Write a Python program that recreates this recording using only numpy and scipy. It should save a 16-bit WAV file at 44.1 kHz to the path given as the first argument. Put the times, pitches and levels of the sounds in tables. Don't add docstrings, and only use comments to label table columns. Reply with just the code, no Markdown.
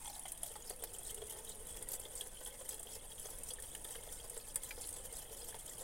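import sys
import numpy as np
from scipy import signal
from scipy.fft import rfft, irfft, next_fast_len
from scipy.io import wavfile
from scipy.ndimage import map_coordinates

SR = 44100
rng = np.random.default_rng(int(sys.argv[2]) if len(sys.argv) > 2 else 0)


def transcribe(signal):
    frames = np.atleast_2d(signal).T
    limited = np.clip(frames, -1, 1)
    pcm = np.round(limited * 32767).astype(np.int16)
    wavfile.write(sys.argv[1], SR, pcm)


N = 257103
TIME = np.arange(N) / SR
EVENT_TIME = TIME[:SR // 10]
TRICKLE_DB = -57.5

# frequency in Hz, width in Hz, gain in dB.
FUNNEL_MODES = [(658, 100, 5), (800, 60, 3.5), (875, 74, 12), (992, 42, 7.5), (1284, 49, 5),
                (1482, 38, 4.5), (1537, 31, 6.5), (1714, 44, 6), (1822, 69, 6.5), (1916, 56, 0),
                (2125, 30, 4.5), (2633, 180, -2.5), (3076, 186, 5), (3315, 114, 5), (3660, 170, -17),
                (4620, 90, 0.5), (4800, 180, -35)]
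# frequency in Hz, gain in dB.
SPRAY_COLOUR = [(300, -17), (1500, -19), (4200, -17.5), (5500, -15), (7000, -8.5), (8000, -2), (8900, -2),
                (9900, -5.5), (10700, -3), (12000, -9.5), (13500, -11), (16000, -11.5)]
# start in seconds, relative levels of plop and slap in dB, pitch in Hz.
SPOUT_GULPS = [(.056, -48, -58, 940), (.076, -46, -57, 846), (.16, -47, -72, 730), (.253, -37.5, -58, 766),
               (.43, -44, -72, 667), (.555, -43.5, -55.5, 850), (.703, -36, -55.5, 446),
               (.8215, -42, -62, 426), (.8365, -56, -53, 503), (1.22, -37, -68, 445),
               (1.819, -46, -58.5, 485), (2.056, -43, -75, 450), (2.215, -43, -76, 427),
               (2.412, -49, -58, 487), (2.61, -41, -58, 500), (2.732, -44, -63, 455),
               (3.254, -40, -57, 475), (3.506, -44, -67, 510), (3.636, -53, -58, 480),
               (3.85, -42, -56, 455), (3.954, -45, -57, 472), (4.066, -47, -61, 460),
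               (4.072, -42.5, -68, 660), (4.24, -41.5, -66, 496), (4.366, -38.5, -58, 465),
               (4.561, -45, -55.5, 492), (4.777, -39, -62, 474), (4.996, -44, -78, 530),
               (5.123, -43.5, -68, 450), (5.308, -42.5, -68, 460), (5.425, -45.5, -72, 480),
               (5.543, -47, -53, 480), (5.543, -49, -62.5, 763)]


def spurts():
    # middle in seconds, relative spray level in dB, length in seconds,
    # relative splatter level in dB.
    landings = [(0.094, -58, 0.08, -63), (0.145, -56, 0.043, -64.5), (0.274, -51.5, 0.033, -62),
                (0.471, -49, 0.059, -66), (0.691, -52, 0.048, -59.5), (0.874, -58, 0.058, -68),
                (0.947, -52, 0.02, -74.5), (1.084, -52, 0.062, -67), (1.298, -50.5, 0.043, -80),
                (1.482, -54.5, 0.059, -64.5), (1.718, -51, 0.1, -77), (1.94, -45, 0.029, -64),
                (2.182, -51.5, 0.04, -67), (2.436, -56, 0.17, -73), (2.71, -51, 0.082, -66.5),
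                (2.948, -50.5, 0.048, -63.5), (3.123, -54, 0.031, -64.5), (3.266, -55, 0.074, -67),
                (3.495, -46.5, 0.039, -63.5), (3.683, -49.5, 0.046, -74), (3.941, -48.5, 0.053, -67),
                (4.166, -53, 0.13, -66.5), (4.381, -51, 0.059, -64.5), (4.493, -53.5, 0.04, -64),
                (4.646, -51, 0.038, -67), (4.845, -51.5, 0.17, -65), (5.054, -54, 0.036, -71),
                (5.177, -49, 0.065, -65), (5.33, -51.5, 0.025, -69), (5.44, -48.5, 0.091, -64.5),
                (5.602, -50, 0.018, -66), (5.71, -51, 0.055, -65), (5.783, -53.5, 0.054, -67)]
    middle, spray_db, length, splatter_db = np.transpose(landings)
    bells = .5 ** ((2 * (TIME[:, None] - middle) / length) ** 2)
    def level(db, steady_db):
        return 10 * np.log10(amp(steady_db) ** 2 + bells @ amp(db) ** 2)
    return level(spray_db, TRICKLE_DB), level(splatter_db, steady_db=-92)


def spray(level_db, surge):
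    # frequency in Hz, gain in dB.
    mesh_colour = [(300, -17.5), (1500, -24.5), (4200, -22.5), (5600, -11.5), (7000, -6.5), (8000, -4.5),
                   (8900, -7), (10700, -6.5), (12000, -7.5), (16000, -12)]
    bubbles = froth(count=3300, pitch_hz=10020, drift=0.13, scatter=0.162, cycles=10, spread_db=4)
    crackle = unit(coloured(bubbles, SPRAY_COLOUR))
    hiss = unit(coloured(impacts(rate=6000, spread_db=3.5) * amp(3.5 * wobble(170)), mesh_colour))
    sing = unit(resonate(impacts(rate=5000, spread_db=6.5), [(9030, 460, 0)]))
    fizz = amp(level_db + 2.7 * surge - 5) * (crackle + hiss)
    return fizz + amp(-60.5 + 0.25 * (level_db - TRICKLE_DB)) * sing


def pops(grit_db=3.5, harden=0.099, shorten=0.03):
    # time in seconds, relative level in dB, pitch in Hz.
    clumps = [(0.0645, -29.5, 9000), (0.079, -27, 7750), (.194, -27, 9900), (.212, -42, 9100),
              (0.257, -35, 9200), (0.2804, -29, 9600), (0.3193, -24.5, 9800), (0.3752, -32, 9200),
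              (0.432, -18, 10100), (0.5004, -40, 9400), (0.561, -33.5, 8600), (0.697, -25.5, 9700),
              (0.837, -26, 8900), (0.984, -34, 8800), (1.032, -31, 10600), (1.066, -32, 8600),
              (1.145, -21, 9160), (1.306, -25.5, 9300), (1.492, -25, 7500), (1.825, -24.5, 9200),
              (1.8875, -22.5, 10900), (1.9173, -26, 12000), (1.938, -25.5, 9500), (1.952, -30, 8700),
              (1.998, -26.5, 8900), (2.158, -31, 8050), (2.164, -29, 8700), (2.176, -30, 8140),
              (2.21, -23, 8600), (2.27, -27.5, 9860), (2.449, -29, 9100), (2.4616, -32.5, 8500),
              (2.69, -22.5, 8150), (2.704, -32, 7990), (2.7432, -28, 9100), (2.796, -27, 8750),
              (2.829, -28, 8130), (3.196, -29, 10650), (3.228, -34, 10500), (3.257, -37, 8700),
              (3.302, -31, 9850), (3.3855, -30.5, 10700), (3.434, -26, 9700), (3.535, -24, 9200),
              (3.6, -30, 9800), (3.749, -25, 8800), (3.845, -28.5, 9500), (4.2974, -27.5, 8800),
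              (4.3758, -28, 7600), (4.5579, -13, 9100), (4.634, -25, 8700), (4.817, -29, 7600),
              (4.8896, -24, 9600), (5.0566, -26.5, 10000), (5.125, -29.5, 8500), (5.167, -28, 10700),
              (5.5874, -35, 9200), (5.6926, -36, 8200), (5.781, -29.5, 9400)]
    out, t = np.zeros(N), EVENT_TIME
    for s, db, hz in clumps + strays(count=14, level_db=-30, spread_db=2.5, pitch_hz=9470, scatter=0.12):
        length_s = 0.0062 * np.exp(-shorten * (db + 31.5))
        puff = rng.standard_normal(len(t)) * fade_in(0.0014) * np.exp(-(t / length_s) ** 2)
        spit = coloured(puff * amp(grit_db * rng.standard_normal(len(t))), SPRAY_COLOUR)
        ring = unit(resonate(spit, [(hz, 600, 0), (hz * rng.uniform(1.0, 1.3), 700, -4)]))
        snap = amp(harden * (db + 5)) * unit(spit)
        add(out, s - .0006, amp(db - 7) * crest(snap + ring))
    return out


def strays(count, level_db, spread_db, pitch_hz, scatter):
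    when, faintness, pitch = rng.random((count, 3)).T
    db = level_db - spread_db * (2 * faintness - 1)
    hz = pitch_hz * np.exp(scatter * (2 * pitch - 1))
    return list(zip(when * TIME[-1], db, hz))


def plinks(cycles=17):
    # start in seconds, relative level in dB, pitch in Hz.
    lone_bubbles = [(.058, -40.5, 5880), (.2345, -33.5, 9200), (.623, -39, 6660), (.762, -37, 10000),
                    (.823, -34, 9350), (.936, -35, 10000), (.985, -34, 9040), (.991, -33, 8700),
                    (1.071, -31, 8440), (1.1865, -41, 8240), (1.239, -33, 9560), (1.5495, -40, 10900),
                    (1.5565, -37, 9390), (1.6075, -40, 9860), (1.694, -35, 8670), (1.95, -33, 7800),
                    (1.996, -34, 11150), (2.1533, -30.5, 8560), (2.177, -35, 7020), (2.2395, -37, 10200),
                    (2.3455, -38, 10500), (2.4465, -41, 8140), (2.7944, -34, 8320), (2.9335, -36, 7760),
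                    (3.256, -36, 6160), (3.3535, -39, 9800), (3.5065, -43, 4380), (3.639, -38, 9150),
                    (3.658, -37, 8650), (3.715, -38, 8700), (3.776, -44, 9900), (3.815, -38, 10300),
                    (3.9245, -41, 8660), (3.962, -35, 9560), (4.1382, -35, 8220), (4.3465, -40, 10160),
                    (4.3755, -33, 7950), (4.6445, -34, 7840), (4.86, -38, 10250), (4.873, -36, 8450),
                    (4.8905, -35, 8330), (4.942, -39, 10000), (4.985, -35, 10300), (5.1515, -41, 7740),
                    (5.1545, -39, 10900), (5.4305, -35, 8700), (5.4465, -35, 12230), (5.4575, -47, 8220),
                    (5.4985, -36, 10300), (5.5935, -39, 7750), (5.6005, -38, 9300), (5.6645, -41.5, 6900),
                    (5.678, -36, 7920), (5.6965, -35, 7270), (5.7805, -38, 9470)]
    out = np.zeros(N)
    for s, db, hz in lone_bubbles:
        ring = rising_tone(hz, rise=7, attack=0.00049) * np.exp(-hz * EVENT_TIME / cycles)
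        lick = resonate(burst(t60=0.02, attack=0.0007), [(hz, 1100, 0)])
        add(out, s, amp(db - 5.5) * crest(unit(ring) + amp(-9) * unit(lick)))
    return out


def gurgle(surge, overtone_ratio=2.8, fade_db_per_s=30):
    # time in seconds, relative level in dB.
    drain_levels = [(0, -63), (.1, -61), (.22, -64), (.38, -65.5), (.47, -58), (.62, -60.5), (1.15, -58),
                    (1.7, -58), (2.45, -61.5), (2.75, -58), (3.2, -62.5), (4.2, -59), (4.7, -62),
                    (5.4, -58.5), (5.63, -62), (5.8, -57)]
    # time in seconds, pitch in Hz.
    spout_notes = [(0, 880), (.09, 860), (.17, 754), (.3, 727), (.45, 586), (.53, 460), (.7, 446),
                   (1.3, 430), (2.4, 468), (3.5, 476), (5.8, 503)]
    note_hz = curve(spout_notes)
    blows = impacts(rate=700, spread_db=2) * amp(2.1 * surge + 0.48 * wobble(12))
    air = column(blows, note_hz * np.exp(0.022 * wobble(17)), width_hz=80)
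    overtone = column(blows, overtone_ratio * note_hz, width_hz=130) * amp(-3 - fade_db_per_s * TIME)
    stirring = impacts(rate=490, spread_db=4.5)
    bubbles = column(stirring, 1.18 * note_hz * np.exp(0.21 * wobble(30)), width_hz=60)
    gain = np.hypot(amp(curve(drain_levels)), churn())
    return gain * (amp(-3.5) * air + overtone + amp(-13) * bubbles)


def column(blows, note_hz, width_hz):
    turn = np.exp(2j * np.pi * np.cumsum(note_hz) / SR)
    decay = np.exp(-np.pi * width_hz / SR)
    ring = (signal.lfilter([1], [1, -decay], blows / turn) * turn).real
    return unit(coloured(ring, [(150, -34.5), (330, -7.5), (430, -0.5), (900, 2),
                                (2500, -18), (8000, -22.5)]))


def churn(settle_s=0.026):
    gain = np.zeros(N)
    for s, db, _, _ in SPOUT_GULPS:
        age = np.maximum(TIME - s, 0) / settle_s
        gain += amp(db - 14) * np.sqrt(age) * np.exp(1 - 2 * age)
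    return gain


def gulps(t60=0.041):
    out = np.zeros(N)
    for s, db, slap_db, hz in SPOUT_GULPS:
        tone = rising_tone(hz, rise=0.22, attack=0.0042) * amp(-60 * EVENT_TIME / t60)
        hollow = resonate(burst(t60=0.032, attack=0.0044), [(hz * 1.12, 170, 0)])
        plop = crest(unit(tone) + amp(-7) * unit(hollow))
        slap = crest(resonate(burst(t60=0.015, attack=0.001), FUNNEL_MODES))
        add(out, s, amp(db - 5) * plop + amp(slap_db + 11) * slap)
    return out


def ticks(cycles=6.5):
    # time in seconds, relative level in dB, bubble pitch in Hz.
    wall_drops = [(0.074, -40, 3350), (.254, -41.5, 3200), (.258, -44, 2090), (0.434, -40, 3190),
                  (0.708, -42, 4570), (.947, -45, 3080), (1.052, -45, 3870), (1.095, -41, 3060),
                  (1.176, -48.5, 2960), (1.217, -44, 3230), (1.309, -44, 3060), (1.473, -45, 3790),
                  (1.497, -44, 3700), (1.519, -46, 3850), (2.052, -38.5, 3420), (2.208, -30.5, 3250),
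                  (2.37, -45, 3050), (2.459, -38, 3260), (2.869, -41.5, 3130), (2.951, -42, 5270),
                  (3.116, -45.5, 3210), (3.18, -45.5, 3230), (3.504, -36.5, 3260), (3.507, -41, 5980),
                  (3.584, -44, 1760), (3.749, -40, 3070), (3.749, -47, 1750), (3.845, -41.5, 3520),
                  (3.955, -40, 3040), (4.027, -48.5, 3120), (4.088, -45, 3400), (4.199, -44, 3180),
                  (4.632, -43, 3330), (4.708, -39.5, 2247), (5.418, -43, 5060), (5.524, -46.5, 1700)]
    out = np.zeros(N)
    for s, db, hz in wall_drops:
        bubble = rising_tone(hz, rise=3, attack=0.00066) * np.exp(-hz * EVENT_TIME / cycles)
        blow = burst(t60=0.057, attack=0.0028)
        splash = amp(-12.5) * unit(resonate(blow, [(hz, 600, 0)]))
        knock = amp(-12) * unit(resonate(blow, FUNNEL_MODES))
        add(out, s + 0.001327, amp(db - 3.5) * crest(unit(bubble) + splash + knock))
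    return out


def splats():
    # start in seconds, level in dB, body pitch in Hz, body width in Hz.
    fat_drops = [(.837, -38, 720, 402), (0.838, -28.5, 13500, 6000), (1.2184, -45, 720, 400),
                 (3.254, -42.5, 850, 450), (3.2865, -44, 845, 450), (3.7498, -42, 3100, 1600),
                 (3.95, -42.5, 1410, 700), (4.708, -34.5, 2340, 800)]
    # frequency in Hz, gain in dB.
    smack_colour = [(200, -15), (700, -9), (2500, -3.5), (6000, -1), (16000, 2.5)]
    out = np.zeros(N)
    for s, db, hz, width_hz in fat_drops:
        blow = burst(t60=0.005, attack=0.0003) + amp(-5) * burst(t60=0.03, attack=0.002)
        body = unit(resonate(blow, [(hz, width_hz, 0)]))
        smack = unit(coloured(blow, smack_colour))
        add(out, s, amp(db) * crest(smack + amp(3) * body))
    return out


def splatter(level_db, surge):
    bubbles = froth(count=1500, pitch_hz=5400, drift=.13, scatter=.18, cycles=3.8, spread_db=4, onset=2)
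    return amp(level_db + 0.9) * unit(amp(2 * surge) * bubbles)


def patter(spray_db, surge):
    swell_db = spray_db - TRICKLE_DB
    drumming = impacts(rate=900, spread_db=0.5) * amp(2.93 * surge)
    wall = unit(resonate(drumming, FUNNEL_MODES))
    bubbles = froth(count=700, pitch_hz=2989, drift=0.083, scatter=0.151, cycles=5.4, spread_db=1)
    bubbling = unit(resonate(bubbles, FUNNEL_MODES))
    return amp(-66.5 + 0.36 * swell_db) * (wall + amp(-3) * bubbling)


def froth(count, pitch_hz, drift, scatter, cycles, spread_db, lift=0.0016, onset=4):
    when = rng.integers(N, size=count)
    detune, strength = rng.standard_normal((2, count))
    hz = np.minimum(pitch_hz * np.exp(drift * wobble(55)[when] + scatter * detune), SR / 2.5)
    age = np.arange(SR // 120)
    turns = hz[:, None] * age / SR
    envelope = np.exp(-turns / cycles) * (1 - np.exp(-turns / onset))
    gain = amp(spread_db * np.minimum(strength, 2.2))[:, None]
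    tones = gain * envelope * np.sin(2 * np.pi * turns * (1 + lift * np.sqrt(turns)))
    return unit(np.bincount((when[:, None] + age).ravel(), tones.ravel(), N)[:N])


def cone(x):
    # delay in seconds, gain as a factor.
    echoes = [(.00155, .06), (.00245, .13), (.00287, .08), (.0034, .05)]
    out = filtered(x, lambda f: 1 + sum(gain * np.exp(-2j * np.pi * f * s) for s, gain in echoes))
    step = SR // 10
    for start in range(0, N, step):
        tail = burst(t60=0.06, attack=0.0025)
        tail /= np.linalg.norm(tail)
        add(out, start / SR, amp(-7) * signal.fftconvolve(x[start:start + step], tail))
    return out


def wind():
    # time in seconds, level in dB.
    wind_levels = [(0, -57.5), (.9, -55), (2.2, -56.5), (4.6, -56.5), (5.8, -55)]
    # frequency in Hz, gain in dB.
    air_colour = [(10, 4), (22, 6.5), (38, 0), (75, -6), (150, -13.5), (300, -16.5), (1000, -25.5),
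                  (3000, -31), (16000, -72.5)]
    gusts = amp(curve(wind_levels) + wobble(3.32))
    return gusts * unit(coloured(rng.standard_normal(N), air_colour))


def rising_tone(hz, rise, attack):
    return np.sin(2 * np.pi * hz * EVENT_TIME * (1 + rise * EVENT_TIME)) * fade_in(attack)


def burst(t60, attack):
    return rng.standard_normal(len(EVENT_TIME)) * amp(-60 * EVENT_TIME / t60) * fade_in(attack)


def fade_in(attack):
    return 1 - np.exp(-EVENT_TIME / attack)


def impacts(rate, spread_db):
    hit = rng.random(N) < rate / SR
    return hit * rng.choice([-1, 1], N) * amp(spread_db * np.clip(rng.standard_normal(N), -2, 2))


def wobble(rate):
    return map_coordinates(rng.standard_normal(int(N * rate / SR) + 4), [TIME * rate])


def curve(rows):
    return np.interp(TIME, *np.transpose(rows))


def filtered(x, response):
    n = x.shape[-1]
    padded = 2 * next_fast_len(n // 2 + 2048)
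    return irfft(rfft(x, padded) * response(np.fft.rfftfreq(padded, 1 / SR)), padded)[..., :n]


def coloured(x, points):
    def response(f):
        hz, db = np.transpose(points)
        gain = amp(np.interp(np.log(f + 1), np.log(hz), db))
        cepstrum = irfft(np.log(gain))
        half = len(cepstrum) // 2
        return np.exp(rfft(np.r_[cepstrum[0], 2 * cepstrum[1:half]], 2 * half))
    return filtered(x, response)


def resonate(x, modes):
    return filtered(x, lambda f: sum(amp(db) * 1j * f * width / (hz * hz - f * f + 1j * f * width)
                                     for hz, width, db in modes))


def add(track, s, sound):
    start = max(round(s * SR), 0)
    track[start:start + len(sound)] += sound[:N - start]


def amp(db):
    return 10 ** (np.asarray(db) / 20)


def unit(x):
    return x / np.sqrt(np.mean(x ** 2) + 1e-20)


def crest(x):
    return x / (np.abs(x).max() + 1e-20)


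def scene():
    surge = unit(wobble(35) + 1.17 * wobble(110))
    spray_db, splatter_db = spurts()
    stream = spray(spray_db, surge) + splatter(splatter_db, surge) + patter(spray_db, surge)
    fuel = stream + gurgle(surge) + pops() + plinks() + ticks() + splats() + gulps()
    return np.tile(cone(fuel) + wind(), (2, 1))


def record(dry, top_hz=15950):
    # frequency in Hz, side level in dB against the middle.
    side_colour = [(3900, -58), (4400, -4), (5600, -10), (7000, -29), (8700, -64.5), (11000, -49.5),
                   (12000, -35), (14000, -8.5), (15700, -11)]
    side = coloured(dry[0] * unit(wobble(250)), side_colour)
    return filtered(dry + np.array([side, -side]), lambda f: f < top_hz)


dry = scene()
out = record(dry)
transcribe(out)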